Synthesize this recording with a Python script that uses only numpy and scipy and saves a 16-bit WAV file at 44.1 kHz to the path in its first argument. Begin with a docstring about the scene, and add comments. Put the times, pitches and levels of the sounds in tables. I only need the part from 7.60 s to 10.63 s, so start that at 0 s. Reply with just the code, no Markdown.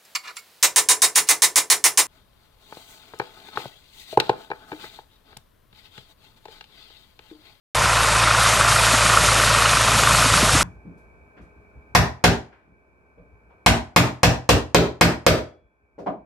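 """Tractor and cane cutter in a dry field

A diesel tractor drives a cane cutter, heard from some way off by a mono microphone after a short silence.
The cutter knocks about 27 times a second on a rattling steel frame, built from ringing modes; the exhaust
drones as low sine orders; roar, shredded leaves and rumble are banded noise; a thin panel rings to dense taps.
Snaps are ringing noise bursts; dull thumps near the microphone are short swelling sines."""
import sys
import numpy as np
from scipy import signal
from scipy.io import wavfile

SR = 44100
rng = np.random.default_rng(int(sys.argv[2]) if len(sys.argv) > 2 else 0)


def ratio_of_db(decibels):
    """Turn decibels (scalar or array-like) into linear amplitude factors; 0 dB maps to 1."""
    return 10 ** (np.asarray(decibels, float) / 20)


def store_pcm(level_fs):
    """Save levels as 16-bit WAV."""
    pcm = np.round(np.clip(level_fs, -1, 1) * 32767).astype(np.int16)
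    wavfile.write(sys.argv[1], SR, np.atleast_2d(pcm).T)


N = 133623

# roar level, whose course the frame rattle also follows: time_s, level_db
ROAR_LEVEL = [(0.16, -18.5), (0.17, -18), (0.82, -17), (0.84, -19), (0.86, -17), (0.87, -17.5), (2.98, -18),
              (3.02, -19)]


def rms_one(x):
    """Scale to rms 1."""
    return x / np.sqrt(np.mean(x ** 2) + 1e-20)


def curve(rows):
    """Rows of (time_s, value) interpolated at every sample."""
    return np.interp(np.arange(N) / SR, *np.transpose(rows))


def drift(rate_hz):
    """Slow random wander of spread 1: noise through two equal poles, run at SR / 40."""
    r = np.exp(-2 * np.pi * rate_hz * 40 / SR)
    noise = rng.standard_normal(N // 40 + 2002)
    slow = signal.lfilter([1], [1, -2 * r, r * r], noise)[2000:]  # settled part
    return np.interp(np.arange(N) / 40, np.arange(len(slow)), rms_one(slow - slow.mean()))


def ring(clicks, hz, t60_s):
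    """Two-pole resonator: a unit click starts a decaying sine of height 1."""
    r = ratio_of_db(-60 / (t60_s * SR))
    w = 2 * np.pi * hz / SR
    return signal.lfilter([0, np.sin(w)], [1, -2 * r * np.cos(w), r * r], clicks + 1e-18)


def grains(per_s, size_db):
    """Random clicks of uneven size and sign."""
    size = ratio_of_db(size_db * np.minimum(rng.exponential(1, N), 5))
    sign = rng.choice([-1, 1], N)
    return size * sign * (rng.random(N) < per_s / SR)


def coloured(sources, spectrum, patchy_db):
    """Third-octave bands, alternating between two sources, each with its level and flicker; rms 1."""
    hz, db = np.transpose(spectrum)
    octaves = np.log2(min(hz[-1], 14000) / hz[0])
    edges_hz = hz[0] * 2 ** np.arange(0, octaves + 0.3, 1 / 3)
    out, shared = 0, drift(8.8)
    for k, (low, high) in enumerate(zip(edges_hz, edges_hz[1:])):
        band_filter = signal.butter(2, [low, high], "band", fs=SR, output="sos")
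        band = signal.sosfilt(band_filter, sources[k % 2])
        band_db = np.interp(np.log(low * high) / 2, np.log(hz), db)
        flicker_db = patchy_db * (0.22 * shared + drift(15.0))
        out = out + band * ratio_of_db(band_db + flicker_db)
    return rms_one(out)


def cutter():
    """Each stroke's main knock and lesser contacts ring the frame modes; random clicks make it rattle."""
    # stroke count at the anchor times
    stroke_no = (0, 10, 45, 53, 62, 74, 76)
    # times of those strokes: time_s
    stroke_s = (.181, .560, 1.8735, 2.1705, 2.509, 2.970, 3.046)
    # knock drive, ahead of mode gain: time_s, level_db
    knock_level = [(.15, -12), (.3, -13.5), (.5, -14.5), (.7, -10), (.9, -12), (1.1, -11.5), (1.3, -11.5),
                   (1.6, -11.5), (1.8, -10.5), (2.05, -10), (2.3, -13), (2.5, -10.5), (2.7, -13),
                   (3.03, -14.5)]
    # stroke numbers of the hardest strokes
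    hard_no = (14, 15, 18, 22, 28, 33, 36, 37, 40, 48, 50, 61, 68, 72)
    # their added drive: extra_db
    hard_db = (2.9, 3.6, 2.3, 4.9, 2.7, 3.4, 2.7, 6.2, 5.1, 2.3, 3.8, 1.3, 5.8, 5)
    # lesser contacts of each stroke: delay_s, level_db, jitter_s
    contacts = [(-.0055, -9, .0012), (.003, -12, .001), (.0075, -12, .002)]
    # frame modes: pitch_hz, gain_db, t60_s
    frame = [(593, -14.5, 0.02), (1038, -11.5, 0.019), (1194, 0.5, 0.011), (1350, 6, 0.0093),
             (1547, -11, 0.025), (1830, -9, 0.016), (2490, -11, 0.019), (3025, -13, 0.01),
             (3695, -13, 0.011)]
    knock_spread_db, mode_spread_db, contact_s = 1.0, 2.0, 0.0017
    rattle_per_s, rattle_size_db, rattle_db, rattle_pulse_db = 900, 2, -23, 1.5
    rattle_tilt = 0.44  # share of the modes' dB differences kept in the rattle

    number = np.arange(stroke_no[-1])
    at_s = np.interp(number, stroke_no, stroke_s)
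    stroke_db = np.interp(at_s, *np.transpose(knock_level))
    stroke_db[list(hard_no)] += hard_db
    main = (0.0024, 0.0044, 0.0006)  # delay_s, level_db, jitter_s
    delay_s, contact_db, jitter_s = np.vstack([main, contacts]).T
    shape = (len(at_s), len(delay_s))
    hit_s = at_s[:, None] + delay_s + jitter_s * rng.standard_normal(shape)
    hit_db = stroke_db[:, None] + contact_db + knock_spread_db * rng.standard_normal(shape)
    index = np.clip(((hit_s - contact_s) * SR).astype(int), 0, N - 1).ravel()

    # the blade pushes through for a moment, which softens each onset
    t = np.arange(-2 * contact_s, 2 * contact_s, 1 / SR)
    push = np.exp(-2 * (t / contact_s) ** 2)
    knock, rattle = 0, 0
    for k, (hz, mode_db, t60_s) in enumerate(frame):
        click_db = hit_db.ravel() + mode_db + rng.normal(0, mode_spread_db, len(index))
        clicks = np.zeros(N)
        clicks[index] = ratio_of_db(click_db) * (-1) ** (k // 2 + 1)
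        swell = 2 * push * np.cos(2 * np.pi * hz * t) / np.sum(push)
        knock = knock + signal.fftconvolve(ring(clicks, hz, t60_s), swell, "same")
        shaken = ring(grains(rattle_per_s / len(frame), rattle_size_db), hz, t60_s)
        rattle = rattle + ratio_of_db(rattle_tilt * mode_db) * shaken

    phase = 2 * np.pi * np.interp(np.arange(N) / SR, stroke_s, stroke_no)
    course_db = curve(ROAR_LEVEL)
    level_db = rattle_db + course_db - course_db.mean() + rattle_pulse_db * np.cos(phase)
    return knock + ratio_of_db(level_db) * rms_one(rattle)


def exhaust():
    """Sine orders of the firing rate, wavering in pitch and level; load moves those above the first."""
    # exhaust orders: multiples of the firing rate
    orders = (1, 2, 2.5, 2.75, 3)
    # their base rms, ahead of load and waver: level_db
    orders_db = (-30, -28, -40.5, -50.5, -43.5)
    # engine load on the orders above the first: time_s, change_db
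    load = [(.15, -2.5), (1, -1), (1.8, -1.5), (2.4, 0), (3.03, -3)]
    firing_hz, pitch_waver_hz, level_waver_db = 55.85, 0.23, 1.2
    phase = 2 * np.pi * np.cumsum(firing_hz + pitch_waver_hz * drift(2.2)) / SR
    load_db = curve(load)
    drone = 0
    for order, base_db in zip(orders, orders_db):
        level_db = base_db + (order > 1) * load_db + level_waver_db * drift(7.8)
        drone = drone + np.sqrt(2) * ratio_of_db(level_db) * np.sin(order * phase)
    return drone


def roar():
    """Broad flickering noise of engine, fan and gears, thinned below 430 Hz."""
    # roar spectrum, relative: pitch_hz, density_db (per Hz)
    spectrum = [(220, -42), (380, -15.5), (589, -0.5), (853, -5.5), (1000, -1.5), (1280, -2.5),
                (1690, -5.5), (1850, -3.5), (2150, -7), (2500, -6.5), (2830, -13), (6000, -12.5),
                (7800, -29), (13200, -120)]
    noise = coloured(rng.standard_normal((2, N)), spectrum, patchy_db=0.94)
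    noise = signal.sosfilt(signal.butter(3, 430, "high", fs=SR, output="sos"), noise)
    return ratio_of_db(curve(ROAR_LEVEL) - 3) * noise


def leaves():
    """Dry leaves torn in the cutter: noise hiss mixed with random-click crackle, in shaped bands."""
    # leaf spectrum, relative: pitch_hz, density_db (per Hz)
    spectrum = [(1500, -17), (2500, -5), (3600, -3.5), (5000, -5.5), (7000, -4), (9000, -4.5),
                (10500, -7.5), (12000, -17), (14000, -36)]
    # leaf level, ahead of a fixed trim: time_s, level_db
    leaf_level = [(0.16, -27), (0.56, -24.5), (0.76, -26.5), (0.85, -21), (1.07, -24.5), (1.09, -18.5),
                  (1.18, -21.5), (1.76, -20.5), (1.93, -22.5), (2.36, -22), (2.39, -18), (2.46, -22.5),
                  (2.49, -20.5), (2.72, -21.5), (2.74, -19.5), (2.84, -22), (3.02, -21.5)]
    # gain of the hiss above the shelf: time_s, gain_db
    shine = [(.15, 0.5), (.8, -1), (1.1, -2), (1.8, -1.5), (2.0, -2), (2.4, -1.5), (3.03, 1)]
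    crackle_per_s, crackle_size_db, crackle_share, shelf_hz = 2500, 2.5, 0.38, 6040
    crackle = []
    for _ in range(2):
        rate_per_s = crackle_per_s * ratio_of_db(3.0 * drift(13.0))
        crackle.append(rms_one(grains(rate_per_s, crackle_size_db)))
    noise = rng.standard_normal((2, N))
    sources = np.sqrt(1 - crackle_share) * noise + np.sqrt(crackle_share) * np.array(crackle)
    hiss = coloured(sources, spectrum, patchy_db=1.19)
    dull = signal.lfilter(*signal.butter(1, shelf_hz, fs=SR), hiss)
    return ratio_of_db(curve(leaf_level) + 0.75) * (dull + ratio_of_db(curve(shine)) * (hiss - dull))


def snaps():
    """Stalks and leaves snapping: each a decaying noise burst ringing at its own pitch."""
    # snaps: start_s, peak_db, pitch_hz
    snap_rows = [(.835, -9, 8500), (.852, -13, 3800), (1.09, -16, 6500), (2.056, -9, 2980),
                 (2.094, -7, 3700), (2.39, -13, 7000), (2.738, -19, 3020)]
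    ring_cycles, burst_decay_s = 19, 0.0017
    out = np.zeros(N + SR)
    t = np.arange(SR // 20) / SR
    for start_s, peak_db, hz in snap_rows:
        noise = rng.standard_normal(len(t)) * np.exp(-t / burst_decay_s)
        burst = ring(noise, hz, ring_cycles / hz)
        start = int(start_s * SR)
        out[start:start + len(t)] += ratio_of_db(peak_db) * burst / np.abs(burst).max()
    return out[:N]


def thumps():
    """Dull thumps near the microphone: short low sines under a bell-shaped swell."""
    # thumps: centre_s, envelope_peak_db, pitch_hz, length_s
    thump_rows = [(0.241, -22, 70, 0.035), (1.341, -17.5, 261, 0.014), (2.13, -22, 129, 0.023),
                  (2.54, -15, 122, 0.015), (2.665, -20, 255, 0.02), (2.765, -19.5, 168, 0.025),
                  (2.80, -25, 128, 0.037), (2.83, -14.5, 324, 0.0095), (2.834, -15, 203, 0.015),
                  (2.94, -13, 120, 0.025), (2.953, -13, 275, 0.013), (2.967, -11, 101, 0.018)]
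    out = np.zeros(N)
    for centre_s, peak_db, hz, length_s in thump_rows:
        t = np.arange(N) / SR - centre_s
        swell = np.exp(-2 * (2 * t / length_s) ** 2)
        out += ratio_of_db(peak_db) * swell * np.sin(2 * np.pi * hz * t)
    return out


def panel():
    """Dense small taps keep a loose thin panel ringing near 1 kHz."""
    # panel rms: time_s, level_db
    panel_level = [(.15, -28.5), (.55, -29), (.8, -30), (1.1, -31), (1.5, -38), (2.2, -34), (2.6, -29),
                   (3.03, -35)]
    taps = grains(400.0, 2.3)
    return ratio_of_db(curve(panel_level)) * rms_one(ring(taps, hz=1024, t60_s=0.037))


def rumble():
    """Low noise of machines and ground, with a low-middle noise that fills in over time."""
    # rumble spectrum, relative: pitch_hz, density_db (per Hz)
    low_spectrum = [(36, -24), (45, -8), (70, -4), (130, 0), (190, -3.5), (240, -12.5), (300, -25)]
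    # rumble level: time_s, level_db
    low_level = [(.15, -32), (.5, -35.5), (1, -34), (1.5, -33), (2, -34), (2.3, -32), (2.6, -30),
                 (2.8, -25.5), (3.03, -28)]
    # low-middle spectrum, relative: pitch_hz, density_db (per Hz)
    middle_spectrum = [(180, -25), (230, -1), (330, -5.5), (450, 0.5), (560, -11)]
    # low-middle level: time_s, level_db
    middle_level = [(.15, -49), (.6, -51), (1.1, -45), (1.5, -39), (2, -41), (2.4, -38), (2.8, -38),
                    (3.03, -35.5)]
    low = coloured(rng.standard_normal((2, N)), low_spectrum, patchy_db=4.0)
    low = signal.sosfilt(signal.butter(3, 42, "high", fs=SR, output="sos"), low)
    middle = coloured(rng.standard_normal((2, N)), middle_spectrum, patchy_db=1.5)
    return ratio_of_db(curve(low_level)) * low + ratio_of_db(curve(middle_level)) * middle


def scene():
    """All sources sum at one microphone, copied to two equal channels."""
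    machine = cutter() + exhaust() + roar() + panel() + rumble()
    mono = machine + leaves() + snaps() + thumps()
    return np.array([mono, mono])


def low_pass(x):
    """Removes everything above the highest recorded frequency."""
    return signal.sosfilt(signal.butter(12, 12240, fs=SR, output="sos"), x)


def record(dry):
    """The recorder rounds the peaks, cuts the top and opens after a silence."""
    ceiling, cut_hz, start_s = 1.1, 11780, 0.148
    rounded = ceiling * np.tanh(dry / ceiling)
    x = signal.sosfilt(signal.ellip(10, 0.5, 60, cut_hz, fs=SR, output="sos"), rounded)
    return low_pass(x * (np.arange(N) >= start_s * SR))


dry = scene()
out = record(dry)
store_pcm(out)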